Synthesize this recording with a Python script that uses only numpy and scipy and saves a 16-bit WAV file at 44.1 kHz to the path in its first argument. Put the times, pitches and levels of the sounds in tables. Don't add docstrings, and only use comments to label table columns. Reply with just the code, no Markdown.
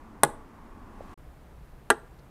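import sys
import numpy as np
from scipy import signal
from scipy.fft import rfft, irfft
from scipy.io import wavfile

SR = 44100
rng = np.random.default_rng(int(sys.argv[2]) if len(sys.argv) > 2 else 0)


def wav_record(signal):
    frames = np.transpose(np.atleast_2d(signal))
    bounded = np.clip(frames, -1, 1)
    quanta = np.round(bounded * 32767).astype(np.int16)
    wavfile.write(sys.argv[1], SR, quanta)


N = 101429

# f/Hz, level/dB, t60/s
GLASS_MODES = [(145, -27, .15), (222, -35, .14), (325, -27, .13), (385, -25, .13), (468, -27, .17),
               (548, -26, .14), (680, -22, .055), (830, -7, .044), (1092, -22, .07), (1200, -25, .075),
               (1450, -18, .055), (1680, -20, .048), (1940, -21, .04), (2110, -23, .037), (3350, -12, .013),
               (3850, -19, .018)]
BOARD_MODES = [(262, -17, .06), (348, -21, .125), (420, -8, .06), (462, -23, .125), (670, -16, .058),
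               (825, -19, .095), (915, -20, .04), (1200, -10, .048), (1375, -17, .075), (1540, -11, .05),
               (1625, -5, .048), (1795, -10, .044), (1945, -10, .042), (2430, -26, .034), (3250, -19, .034)]
# f/Hz, level on glass/dB, level on wood/dB, t60/s
BALL_MODES = [(7100, -26, -29, .011), (8450, -11, -13, .025), (8850, -19, -26, .015), (9890, -5, -24, .014),
              (11400, -17, -28, .011), (11900, -21, -31, .015)]
# f/Hz, relative level/dB, t60/s
GLASS_BODY = [(80, -19, .22), (350, 0, .2), (600, -4, .16), (900, -7, .14), (1400, -3, .125),
              (1900, -4, .085), (2600, -10, .07), (3700, -6, .075), (4400, -14, .065), (5500, -13, .06),
              (7000, -18, .045), (10000, -9, .042), (12000, -12, .038), (15000, -32, .02)]
FENCE_BODY = [(130, -40, .08), (350, 2, .12), (900, 1, .08), (1800, 5, .07), (2600, -4, .065),
              (3600, -3, .06), (4500, -11, .068), (5500, -13, .075), (10000, -7, .055), (12000, -10, .05),
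              (15000, -27, .025)]
# f/Hz, level/dB, t60/s
GLASS_CRACK = [(500, -20, .006), (1800, -3, .008), (2600, -11, .008), (3300, 3, .011), (3900, 1, .011),
               (4400, -22, .007), (5200, 1, .007), (6200, -24, .006), (7200, -9, .007), (10000, -1, .008),
               (12000, -4, .008), (13200, -15, .006), (16000, -30, .005)]
FENCE_CRACK = [(500, -14, .006), (2000, 1, .01), (3300, -3, .009), (4300, -18, .008), (5200, -26, .008),
               (7000, -8, .008), (11000, -10, .008), (13500, -24, .008), (16000, -36, .006)]
# t/s, relative level/dB, f/Hz, t60/s
BOUNCES = [(1.0065, -27, 570, .012)]
# delay/s, level re echo tail/dB
WALLS = [(.0152, -6), (.0195, -11), (.030, -13), (.067, -20)]
# f/Hz, relative level/dB, t60/s
YARD_TAIL = [(100, 0, .4), (500, 3, .33), (1300, -2, .38), (2000, -7, .33), (4000, -3, .27),
             (6500, -7, .25), (8400, -2, .27), (9800, -10, .24), (11500, -4, .25), (15000, -20, .15)]
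# f/Hz, relative level/dB
CAR_BED = [(12, -30), (20, 0), (29, -2), (38, -9), (106, -13), (144, -22), (225, -11), (565, -26),
           (881, -21), (1130, -20), (1300, -27), (1870, -33), (3850, -50), (14300, -55), (15500, -60)]
FENCE_BED = [(12, -29), (20, -4), (38, -7), (65, -5), (87, -15), (110, -15), (145, -11), (185, -19),
             (450, -24), (900, -27), (1800, -35), (3000, -43), (5850, -50), (14300, -50), (15500, -55)]
# t/s, gain/dB
TRAFFIC_SWELL = [(0, 0), (.8, .5), (1.14, 3)]
# t/s, level/dB
HISS_FADER = [(0, -74), (.9, -74), (1.06, -66), (1.14, -65)]
# f/Hz, rms level/dB
HUM = [(61, -60)]


def windscreen(ping_delay_s=.0011):
    crack = dying_noise(GLASS_CRACK)
    knock = ring(GLASS_MODES, rise_s=.0005) + amp(-18) * dying_noise(GLASS_BODY)
    hit = crack + amp(-1.5) * push(contact_s=.0011) + knock
    add(hit, .0152, amp(-19) * crack)
    add(hit, ping_delay_s, ping([(hz, db, t60) for hz, db, _, t60 in BALL_MODES]))
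    return yard(hit, echo_db=-26.5)


def fence(ping_delay_s=.0001, low_cut_hz=210):
    attack = amp(-2) * push(contact_s=.0009) + dying_noise(FENCE_CRACK)
    knock = ring(BOARD_MODES, rise_s=.007) + amp(-18) * dying_noise(FENCE_BODY)
    hit = attack + knock
    add(hit, .0042, amp(-5) * attack)
    add(hit, ping_delay_s, ping([(hz, db, t60) for hz, _, db, t60 in BALL_MODES]))
    low_cut = signal.butter(5, low_cut_hz, "high", fs=SR, output="sos")
    return yard(signal.sosfilt(low_cut, hit), echo_db=-30.5)


def ping(modes):
    return ring(modes, rise_s=.0001, alternate=False)


def push(contact_s):
    progress = seconds() / contact_s
    return np.sin(2 * np.pi * progress) * (progress < 1)


def ring(modes, rise_s, alternate=True):
    t = seconds()
    sign = -1 if alternate else 1
    waves = sum(sign ** k * amp(db) * decay(t, t60) * np.sin(2 * np.pi * hz * t)
                for k, (hz, db, t60) in enumerate(modes))
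    return waves * (1 - np.exp(-t / rise_s))


def dying_noise(table, bands=48):
    t = seconds()
    hz = np.fft.rfftfreq(len(t), 1 / SR)
    centres = np.geomspace(60, 16000, bands)
    white = rfft(rng.choice([-1., 1.], len(t)))
    burst = 0
    for centre, share in zip(centres, np.eye(bands)):
        band = irfft(white * np.interp(hz, centres, share), len(t))
        burst += band * amp(read(table, centre)) * decay(t, read(table, centre, column=2))
    return burst


def bounce(db, hz, t60, rise_s=.0015):
    t = seconds()
    envelope = decay(t, t60) * np.minimum(t / rise_s, 1) ** 2
    return 2 * amp(db) * envelope * np.sin(2 * np.pi * hz * t)


def scuff(hz=4500, length_s=.025):
    grit = noise([(hz / 4, -20), (hz, 0), (hz * 2, -20)])
    window = np.hanning(int(length_s * SR))
    return window * grit[:len(window)]


def yard(hit, echo_db, build_s=.02):
    tail = dying_noise(YARD_TAIL) * (1 - np.exp(-seconds() / build_s))
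    response = amp(echo_db) * tail / np.linalg.norm(tail)
    response[0] += 1
    for delay, db in WALLS:
        response[round(delay * SR)] += amp(db + echo_db)
    return signal.fftconvolve(hit, response)


def background(car_end_s=1.142, fence_start_s=1.175, fade_s=.002):
    t = np.arange(N) / SR
    traffic = amp(-48 + np.interp(t, *np.transpose(TRAFFIC_SWELL))) * noise(CAR_BED)
    hiss = noise([(500, -6), (2000, 5), (3500, 1), (6000, -4), (10000, -7), (15000, -16)])
    hiss *= amp(np.interp(t, *np.transpose(HISS_FADER)))
    hum = sum(amp(db) * np.sqrt(2) * np.sin(2 * np.pi * (hz * t + rng.random())) for hz, db in HUM)
    by_fence = amp(-50) * noise(FENCE_BED) + hum
    fade_out = np.clip((car_end_s - t) / fade_s, 0, 1)
    fade_in = np.clip((t - fence_start_s) / fade_s, 0, 1)
    return (traffic + hiss) * fade_out + by_fence * fade_in


def noise(spectrum):
    colour = amp(read(spectrum, np.fft.rfftfreq(N, 1 / SR)))
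    bed = irfft(rfft(rng.standard_normal(N)) * colour, N)
    return bed / np.sqrt(np.mean(bed ** 2))


def amp(db):
    return 10 ** (np.asarray(db) / 20)


def decay(t, t60):
    return 1000. ** (-t / t60)


def seconds():
    return np.arange(SR // 2) / SR


def read(table, hz, column=1):
    columns = np.transpose(table)
    return np.interp(np.log(hz + 1), np.log(columns[0] + 1), columns[column])


def add(mix, start_s, sound):
    part = mix[round(start_s * SR):][:len(sound)]
    part += sound[:len(part)]


def scene():
    mix = background()
    add(mix, .2339, windscreen())
    add(mix, 1.9025, fence())
    add(mix, 2.18, amp(-66) * scuff())
    for start_s, db, hz, t60 in BOUNCES:
        add(mix, start_s, bounce(db, hz, t60))
    return mix[None]


def record(dry, ceiling=.9, high_cut_hz=15700):
    squeezed = ceiling * np.tanh(dry / ceiling)
    high_cut = signal.firwin(255, high_cut_hz, window=("kaiser", 9), fs=SR)
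    return signal.oaconvolve(squeezed, high_cut[None], "same")


dry = scene()
out = record(dry)
wav_record(out)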